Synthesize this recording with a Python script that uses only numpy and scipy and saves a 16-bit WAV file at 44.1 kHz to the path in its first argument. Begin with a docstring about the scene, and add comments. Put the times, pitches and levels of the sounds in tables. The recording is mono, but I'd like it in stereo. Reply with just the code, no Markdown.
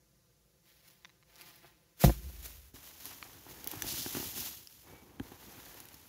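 """Two hands dig in loose sand beside a burrow: grains slide and pour, rootlets snap, clods drop.
Before the digging, a palm smooths the sand, then something heavy swishes through the grass and lands
with a thump that shakes the ground. Dry stalks tick; a far bird whistles once over still outdoor air.
Sand and grass are clouds of tiny collisions; thumps are force pulses driving ground resonances."""
import sys
import numpy as np
from scipy import signal
from scipy.fft import rfft, irfft, next_fast_len
from scipy.io import wavfile

SR = 44100
rng = np.random.default_rng(int(sys.argv[2]) if len(sys.argv) > 2 else 0)


def wav_out(sig):
    """Save sig, one row per channel (or a flat mono array), as 16-bit PCM at SR to the path in sys.argv[1]."""
    wavfile.write(sys.argv[1], SR, np.round(np.clip(np.atleast_2d(sig).T, -1, 1) * 32767).astype(np.int16))


N = 268260
TIME = np.arange(N) / SR
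CUTOFF_HZ = 15700


def from_db(db):
    """Decibels to amplitude."""
    return 10 ** (np.asarray(db) / 20)


def panned(x, pan_db):
    """Stereo pair, left louder than right by pan_db."""
    return x * from_db(np.array([[.5], [-.5]]) * pan_db)


def add(out, start_s, sound):
    """Mix a short sound in."""
    at = round(start_s * SR)
    out[:, at:at + sound.shape[-1]] += sound[..., :N - at]


def resonance(x, hz, width_hz):
    """Two-pole resonance, peak gain 1."""
    r = np.exp(-np.pi * width_hz / SR)
    feedback = [1, -2 * r * np.cos(2 * np.pi * hz / SR), r * r]
    return signal.lfilter(np.array([1, 0, -1]) * (1 - r * r) / 2, feedback, x)


def drift(rate_hz):
    """Random wander, standard deviation 1."""
    knots = rng.standard_normal(N)
    return np.interp(TIME * rate_hz, np.arange(N), knots) * np.sqrt(3 / 2)


def coloured(pair, spectrum):
    """Shape two independent signals to a spectrum, partly sharing the bass. 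Rms 1."""
    # Each row: frequency in Hz, left-right correlation.
    likeness = [(60, 0.58), (500, 0.54), (1000, 0.22), (2000, 0.015), (5000, 0.029)]
    size = next_fast_len(N)
    log_hz = np.log(np.fft.rfftfreq(size, 1 / SR) + 1)
    level_db, alike = (np.interp(log_hz, np.log(hz), values)
                       for hz, values in (np.transpose(spectrum), np.transpose(likeness)))
    turn = np.arcsin(alike) / 2
    bins = rfft(pair, size)
    bins = np.cos(turn) * bins + np.sin(turn) * bins[::-1]
    shaped = irfft(bins * from_db(level_db) * (log_hz < np.log(CUTOFF_HZ)), size)[:, :N]
    return shaped / np.sqrt(np.mean(shaped ** 2) + 1e-20)


def grains(spectrum, per_s, spread_db, clump_db, clump_hz):
    """Tiny collisions of uneven size, arriving in small avalanches. Rms 1."""
    born = rng.random((2, N)) < per_s / SR
    sizes = from_db(spread_db * np.minimum(rng.exponential(1, (2, N)), 5))
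    impacts = born * sizes * rng.standard_normal((2, N))
    return coloured(impacts * from_db(clump_db * drift(clump_hz)), spectrum)


def swells(moves, attack_s, t60_s):
    """Stereo gain of overlapping movements: each rises gently, holds until its length is up, decays."""
    power = np.zeros((2, N))
    for start_s, length_s, level_db, pan_db in moves:
        t = TIME[TIME < length_s + t60_s]
        rise = np.sin(np.pi / 2 * np.minimum(t / min(attack_s, length_s), 1)) ** 2.2
        decay_db = 60 * np.maximum(t - length_s, 0) / t60_s
        add(power, start_s, panned(rise * from_db(level_db - decay_db), pan_db) ** 2)
    return np.sqrt(power)


def blows(contacts, modes):
    """Each contact pushes the earth; a longer push leaves only the low resonances sounding."""
    force, t = np.zeros((2, N)) + 1e-18, TIME[:SR // 20]
    for start_s, level_db, contact_s, pan_db in contacts:
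        push = -from_db(level_db) * t / contact_s * np.exp(1 - t / contact_s)
        add(force, start_s, panned(push, pan_db))
    return sum(from_db(db) * resonance(force, hz, width_hz) for hz, width_hz, db in modes)


def air(level_db=-66):
    """Still outdoor air: steady low rumble, faint hiss."""
    # Each row: frequency in Hz, relative density in dB.
    spectrum = [(25, -47), (55, 0), (90, -1.5), (150, -9), (250, -17), (500, -15.5), (750, -25),
                (1500, -25.5), (3000, -28), (6000, -23.5), (15500, -28)]
    return from_db(level_db) * coloured(rng.standard_normal((2, N)), spectrum)


def bird():
    """One distant, thin, gently arched whistle."""
    # Each row: time in seconds, pitch in Hz, level in dB.
    contour = [(4.87, 2220, -71), (4.92, 2290, -69), (4.974, 2275, -62.5), (5.03, 2290, -71),
               (5.05, 2260, -90)]
    time_s, hz, level_db = np.transpose(contour)
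    envelope = from_db(np.interp(TIME, time_s, level_db)) * (TIME > time_s[0]) * (TIME < time_s[-1])
    return envelope * np.sin(2 * np.pi * np.cumsum(np.interp(TIME, time_s, hz)) / SR)


def stalk_ticks(highpass_hz=700, detune=0.02):
    """Dry stalks ring briefly, too thin to radiate bass; a harder touch brings out upper modes."""
    # Each row: start in seconds, level in dB, lowest mode in Hz, hardness in dB per octave, pan in dB.
    touches = [(1.0474, -39.5, 976, 3.5, 9), (1.094, -51.5, 1050, 1.5, 12), (1.2263, -52, 1120, 0.5, 7),
               (1.411, -44.5, 1294, 2.5, 12), (1.645, -37.5, 770, -9, 6), (3.2267, -30, 1205, -1.5, -10.5),
               (3.297, -41, 930, -6, 7), (3.737, -53, 755, -3, 0), (3.8214, -26.5, 1750, -5.5, 11),
               (4.062, -31.5, 835, -0.5, -8), (4.149, -25, 720, -2.5, 2), (4.17, -44, 795, 6, -6.5),
               (5.198, -32, 1640, -8, -14)]
    # Each row: multiple of the lowest mode, gain in dB, T60 in seconds.
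    modes = [(1, -5.5, 0.011), (1.6, -6.5, 0.0084), (1.95, -3.5, 0.011), (2.6, -7, 0.0068),
             (3.7, -9, 0.014), (4.7, -19, 0.012), (6, -14.5, 0.0086)]
    out, t = np.zeros((2, N)), TIME[:SR // 20]
    multiple, mode_db, t60_s = np.transpose(modes)[:, :, None]
    signs = (-1) ** np.arange(len(modes))[:, None]
    for start_s, level_db, hz, hardness, pan_db in touches:
        strength = signs * from_db(level_db + mode_db + hardness * np.log2(multiple))
        mode_hz = hz * multiple * (1 + detune * rng.standard_normal((2, len(modes), 1)))
        rings = strength * from_db(-60 * t / t60_s) * np.sin(2 * np.pi * mode_hz * t)
        add(out, start_s, panned(rings.sum(1), pan_db))
    return signal.sosfilt(signal.butter(2, highpass_hz, "high", fs=SR, output="sos"), out + 1e-18)


def grass_swish():
    """Blades rub as they are swept aside and spring back."""
    # Each row: start in seconds, length in seconds, relative level in dB, pan in dB.
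    sweeps = [(1.955, .035, -56.5, -1), (1.987, 0.033, -33.5, -2.5), (2.022, 0.023, -27.5, -1.5),
              (2.06, 0.076, -47, 2), (2.13, 0.43, -54, 0), (2.415, 0.044, -43.5, -0.5),
              (2.46, 0.047, -53, 3), (2.53, 0.16, -60, 2.5)]
    # Each row: frequency in Hz, relative density in dB.
    spectrum = [(100, -14.5), (300, -0.5), (900, -4), (2500, 0.5), (4800, -0.5), (7000, 1.5), (10000, 0),
                (13000, 4), (16000, 1.5)]
    blades = grains(spectrum, per_s=22000, spread_db=1.5, clump_db=1.1, clump_hz=210)
    return from_db(1.25) * swells(sweeps, attack_s=0.048, t60_s=0.19) * blades


def landing(boom_hz=53, wander=0.079):
    """The weight hits and settles; firm ground goes on shaking with a wavering boom."""
    # Each row: start in seconds, relative force in dB, contact time in seconds, pan in dB.
    contacts = [(2.0388, -13.5, 0.00015, 4), (2.0403, -7.5, 0.00027, 0), (2.0445, -9, 0.0014, 2.5),
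                (2.0605, -14.5, 0.0013, 2), (2.0775, -13.5, 0.0013, 3), (2.0955, -19.5, 0.00039, 15.5),
                (2.298, -48, 0.0002, -5)]
    # Each row: frequency in Hz, width in Hz, gain in dB.
    ground_modes = [(60.6, 43, -2), (100, 27, 0.5), (142, 24.4, 0), (212, 56, -2.5), (307, 68, -1),
                    (549, 98, -1), (728, 130, -0.5), (950, 60, -2.5), (1620, 600, -4.5)]
    # Each row: start in seconds, length in seconds, relative level in dB, pan in dB.
    tremor = [(2.04, 0.18, -42, 1.5)]
    # Each row: frequency in Hz, relative density in dB.
    rumble_spectrum = [(20, -40.5), (40, -11), (55, -29), (70, 8), (90, -13), (130, -11.5), (200, -22),
                       (400, -26.5), (900, -69)]
    pitch_hz = boom_hz * (1 + wander * drift(rate_hz=19))
    boom = from_db(1.5) * np.sin(2 * np.pi * np.cumsum(pitch_hz) / SR)
    rumble = from_db(-1.5) * coloured(rng.standard_normal((2, N)), rumble_spectrum)
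    shake = swells(tremor, attack_s=0.062, t60_s=1.33) * (boom + rumble)
    return from_db(5.5) * blows(contacts, ground_modes) + shake


def clods():
    """Clods and palms thud on loose sand."""
    # Each row: start in seconds, force in dB, contact time in seconds, pan in dB.
    contacts = [(2.741, -38.5, 0.0016, 6), (3.466, -30.5, 0.000071, 2), (3.666, -28.5, 0.000088, 6),
                (3.737, -24.5, 0.0001, 6), (3.83, -30, 0.0048, 5), (3.845, -28.5, 0.00017, -1),
                (4.062, -26.5, 0.00046, 4), (4.15, -25.5, 0.00051, 4.5), (4.17, -23.5, 0.00052, 2),
                (4.2, -28.5, 0.00072, 3), (4.228, -22, 0.000059, 1), (5.1988, -31, 0.00056, 12),
                (5.2025, -22, 0.0011, 4.5), (5.319, -34, 0.00025, 2)]
    # Each row: frequency in Hz, width in Hz, gain in dB.
    sand_modes = [(123, 44, -4.5), (275, 49, 4.5), (353, 41, 6.5), (740, 280, -1)]
    return blows(contacts, sand_modes)


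def snaps(rise_s=0.00041, break_s=0.0007, t60_s=0.011, tail_db=-20, tail_t60_s=0.095):
    """Rootlets and grass blades break: a sharp spike amid a short crack, a bright ring, a faint tail."""
    # Each row: start in seconds, relative peak in dB, ring in Hz, pan in dB.
    fibres = [(1.3565, -44.5, 5550, 3), (1.411, -40.5, 11900, 0), (1.558, -50, 12300, -6),
              (3.055, -32.5, 11700, -2.0), (3.494, -50, 15400, -3), (3.6428, -33, 14700, -4),
              (3.673, -22, 16000, 2.5), (3.714, -30.5, 12200, -7), (3.8211, -20.5, 5980, -1),
              (4.672, -37, 5150, -1.5), (5.197, -50.5, 9300, -2), (5.743, -42.5, 12540, 0.0),
              (5.802, -36, 11000, 5), (5.854, -44.5, 12500, 0), (5.886, -46, 9000, 7),
              (5.931, -50, 11100, 4), (5.9421, -41, 5200, 9), (5.945, -47, 12000, 1)]
    out, t = np.zeros((2, N)), TIME[:SR // 20]
    rise = 1 - np.exp(-(t / rise_s) ** 2)
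    decay = from_db(-60 * t / t60_s) + from_db(tail_db - 60 * t / tail_t60_s)
    spike = from_db(10) * (np.arange(len(t)) == round(break_s * SR))
    highpass = signal.butter(2, 2500, "high", fs=SR, output="sos")
    for start_s, peak_db, hz, pan_db in fibres:
        crack = signal.sosfilt(highpass, spike + rise * decay * rng.choice([-1, 1], (2, len(t))))
        burst = resonance(crack, hz, width_hz=0.06 * hz) + from_db(-11) * crack
        add(out, start_s, panned(from_db(peak_db + 9) * burst / np.abs(burst).max(), pan_db))
    return out


def tearing():
    """The roots of a tuft crackle as they tear out of the sand."""
    # Each row: start in seconds, length in seconds, level in dB, pan in dB.
    pulls = [(3.865, 0.037, -36, -6.5), (3.94, 0.11, -42, -7.5), (4.362, 0.025, -46, 2)]
    # Each row: frequency in Hz, relative density in dB.
    spectrum = [(1500, -30), (3000, -2), (4200, 2), (5800, 2), (7000, -0.5), (10000, -3), (16000, -20)]
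    crackle = grains(spectrum, per_s=2700, spread_db=1.5, clump_db=-1, clump_hz=160)
    return swells(pulls, attack_s=0.024, t60_s=0.19) * crackle


def wiping(pressure_db):
    """Envelope of the palm's wipes for a layer that gains pressure_db at full pressure."""
    # Each row: start in seconds, length in seconds, relative level in dB, pressure 0-1, pan in dB.
    wipes = [(0.588, .17, -63, 0.1, 2), (0.779, 0.11, -60, 0.32, 5), (0.975, 0.1, -72.5, 0.97, 4),
             (1.232, 0.094, -65, 0.73, 4.5), (1.324, 0.076, -57, 0.69, 4.5),
             (1.398, 0.09, -53.5, 0.57, 3.5), (1.563, 0.087, -63.5, 0.9, 2.5), (1.717, 0.32, -76, 0.64, 6)]
    moves = [(s, length_s, db + pressure_db * pressure, pan) for s, length_s, db, pressure, pan in wipes]
    return swells(moves, attack_s=0.12, t60_s=0.62)


def raking(depth_db):
    """Envelope of the finger strokes for a layer that gains depth_db at full depth."""
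    # Each row: start in seconds, length in seconds, relative level in dB, depth 0-1, pan in dB.
    strokes = [(2.729, 0.025, -55.5, 0.2, 3.5), (2.781, 0.12, -55.5, 0, 1.5), (2.946, 0.17, -53, 0, -1),
               (3.003, 0.064, -52.5, 0.15, 1), (3.18, 0.053, -57.5, 0.49, 2), (3.24, 0.27, -60.5, 0.36, -1),
               (3.435, 0.21, -56, 0.45, 0), (3.644, 0.23, -50.5, 0.41, -0.5), (4.1, .06, -47.5, 0.37, 1),
               (4.812, 0.13, -63.5, 0.83, -1), (4.97, 0.2, -72, 1, -1), (5.172, 0.16, -60.5, 0.7, -1),
               (5.351, 0.27, -57.5, 0.48, 1), (5.59, 0.11, -56.5, 0.4, 1), (5.714, 0.066, -57.5, 0.48, 0),
               (5.87, 0.18, -61.5, 0.39, 1.5)]
    moves = [(s, length_s, db + depth_db * depth, pan) for s, length_s, db, depth, pan in strokes]
    return swells(moves, attack_s=0.072, t60_s=0.91)


def ploughing():
    """Buried fingertips push packed grains aside with a dull crunch."""
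    # Each row: frequency in Hz, relative density in dB.
    spectrum = [(170, -11), (300, 2), (480, 3), (620, -7), (850, 1.5), (1300, -10), (2500, -46)]
    crunch = grains(spectrum, per_s=3100, spread_db=3.5, clump_db=1, clump_hz=240)
    return panned(from_db(-20.5) * raking(depth_db=29.5) * crunch, pan_db=4)


def sand():
    """Wiped, raked and poured sand: the surface hisses, pressed grains scrape, the mass below rumbles."""
    # Lifted sand falls back. Each row: start and length in seconds, relative level in dB, pan in dB.
    pours = [(3.82, 0.2, -42, -1.5), (4.03, 0.22, -43.5, 1), (4.21, .11, -46, 0), (4.33, 0.054, -38.5, 1),
             (4.42, 0.043, -43, 1), (4.53, 0.021, -55, 1), (4.66, .17, -60.5, -1)]
    # Layer spectra. Each row: frequency in Hz, relative density in dB.
    palm_spectrum = [(800, -9), (1400, -8.5), (1900, -1.5), (3000, -3), (4500, -2.5), (6500, -6.5),
                     (10000, -7), (16000, -3.5)]
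    hiss_spectrum = [(1500, -16), (3000, -0.5), (4500, -1), (6300, 1.5), (10000, -1.5), (13000, 3),
                     (16000, -1)]
    scrape_spectrum = [(400, -6.5), (700, -1.5), (900, 0.5), (1300, -2), (1800, 0), (2800, -4), (4500, -12),
                       (9000, -56.5)]
    soil_spectrum = [(25, -37), (55, 7), (100, 6), (200, 0), (320, 5), (480, -12.5), (700, -20),
                     (1400, -61.5)]
    palm = grains(palm_spectrum, per_s=12000, spread_db=4, clump_db=1.5, clump_hz=140)
    hiss = grains(hiss_spectrum, per_s=16000, spread_db=1, clump_db=1.33, clump_hz=190)
    scrape = grains(scrape_spectrum, per_s=6000, spread_db=-0.1, clump_db=2.1, clump_hz=90)
    soil = grains(soil_spectrum, per_s=2500, spread_db=1, clump_db=3.4, clump_hz=35)
    pour = swells(pours, attack_s=0.056, t60_s=0.56)
    palm *= from_db(0.6) * wiping(pressure_db=0)
    hiss *= from_db(4) * np.hypot(raking(depth_db=0), pour)
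    # Deeper fingers and a heavier palm wake the duller layers.
    press = from_db(-21.5) * wiping(pressure_db=24.5)
    dull_pour = from_db(-10.5) * pour
    scrape *= np.hypot(from_db(-5) * raking(depth_db=9), dull_pour) + press
    soil *= np.hypot(from_db(-13.5) * raking(depth_db=23.5), dull_pour) + from_db(-4.5) * press
    return palm + hiss + scrape + panned(soil, pan_db=3)


def doubled(x, lag_s=0.0058, until_s=2.335, fade_s=0.11, echo_db=-2):
    """One quick echo makes everything hollow until just after the thump."""
    delayed = np.pad(x, ((0, 0), (round(lag_s * SR), 0)))[:, :N]
    echo_gain = from_db(echo_db) * np.clip((until_s - TIME) / fade_s, 0, 1)
    return (x + echo_gain * delayed) / np.sqrt(1 + echo_gain ** 2)


def scene():
    """Hands in the sand and a heavy landing, over air and a far bird."""
    background = air() + bird()
    hands = sand() + tearing() + ploughing() + clods() + stalk_ticks() + snaps()
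    return doubled(background + hands + grass_swish() + landing())


def record(dry, notch_hz=8250, notch_width_hz=1700, notch_share=0.67, bass_hz=42):
    """A small microphone loses the deepest bass and hollows the mid treble; the top is cut."""
    heard = dry - notch_share * resonance(dry, notch_hz, notch_width_hz)
    heard = signal.sosfilt(signal.butter(6, bass_hz, "high", fs=SR, output="sos"), heard)
    return signal.sosfilt(signal.ellip(10, .2, 70, CUTOFF_HZ, fs=SR, output="sos"), heard)


dry = scene()
out = record(dry)
wav_out(out)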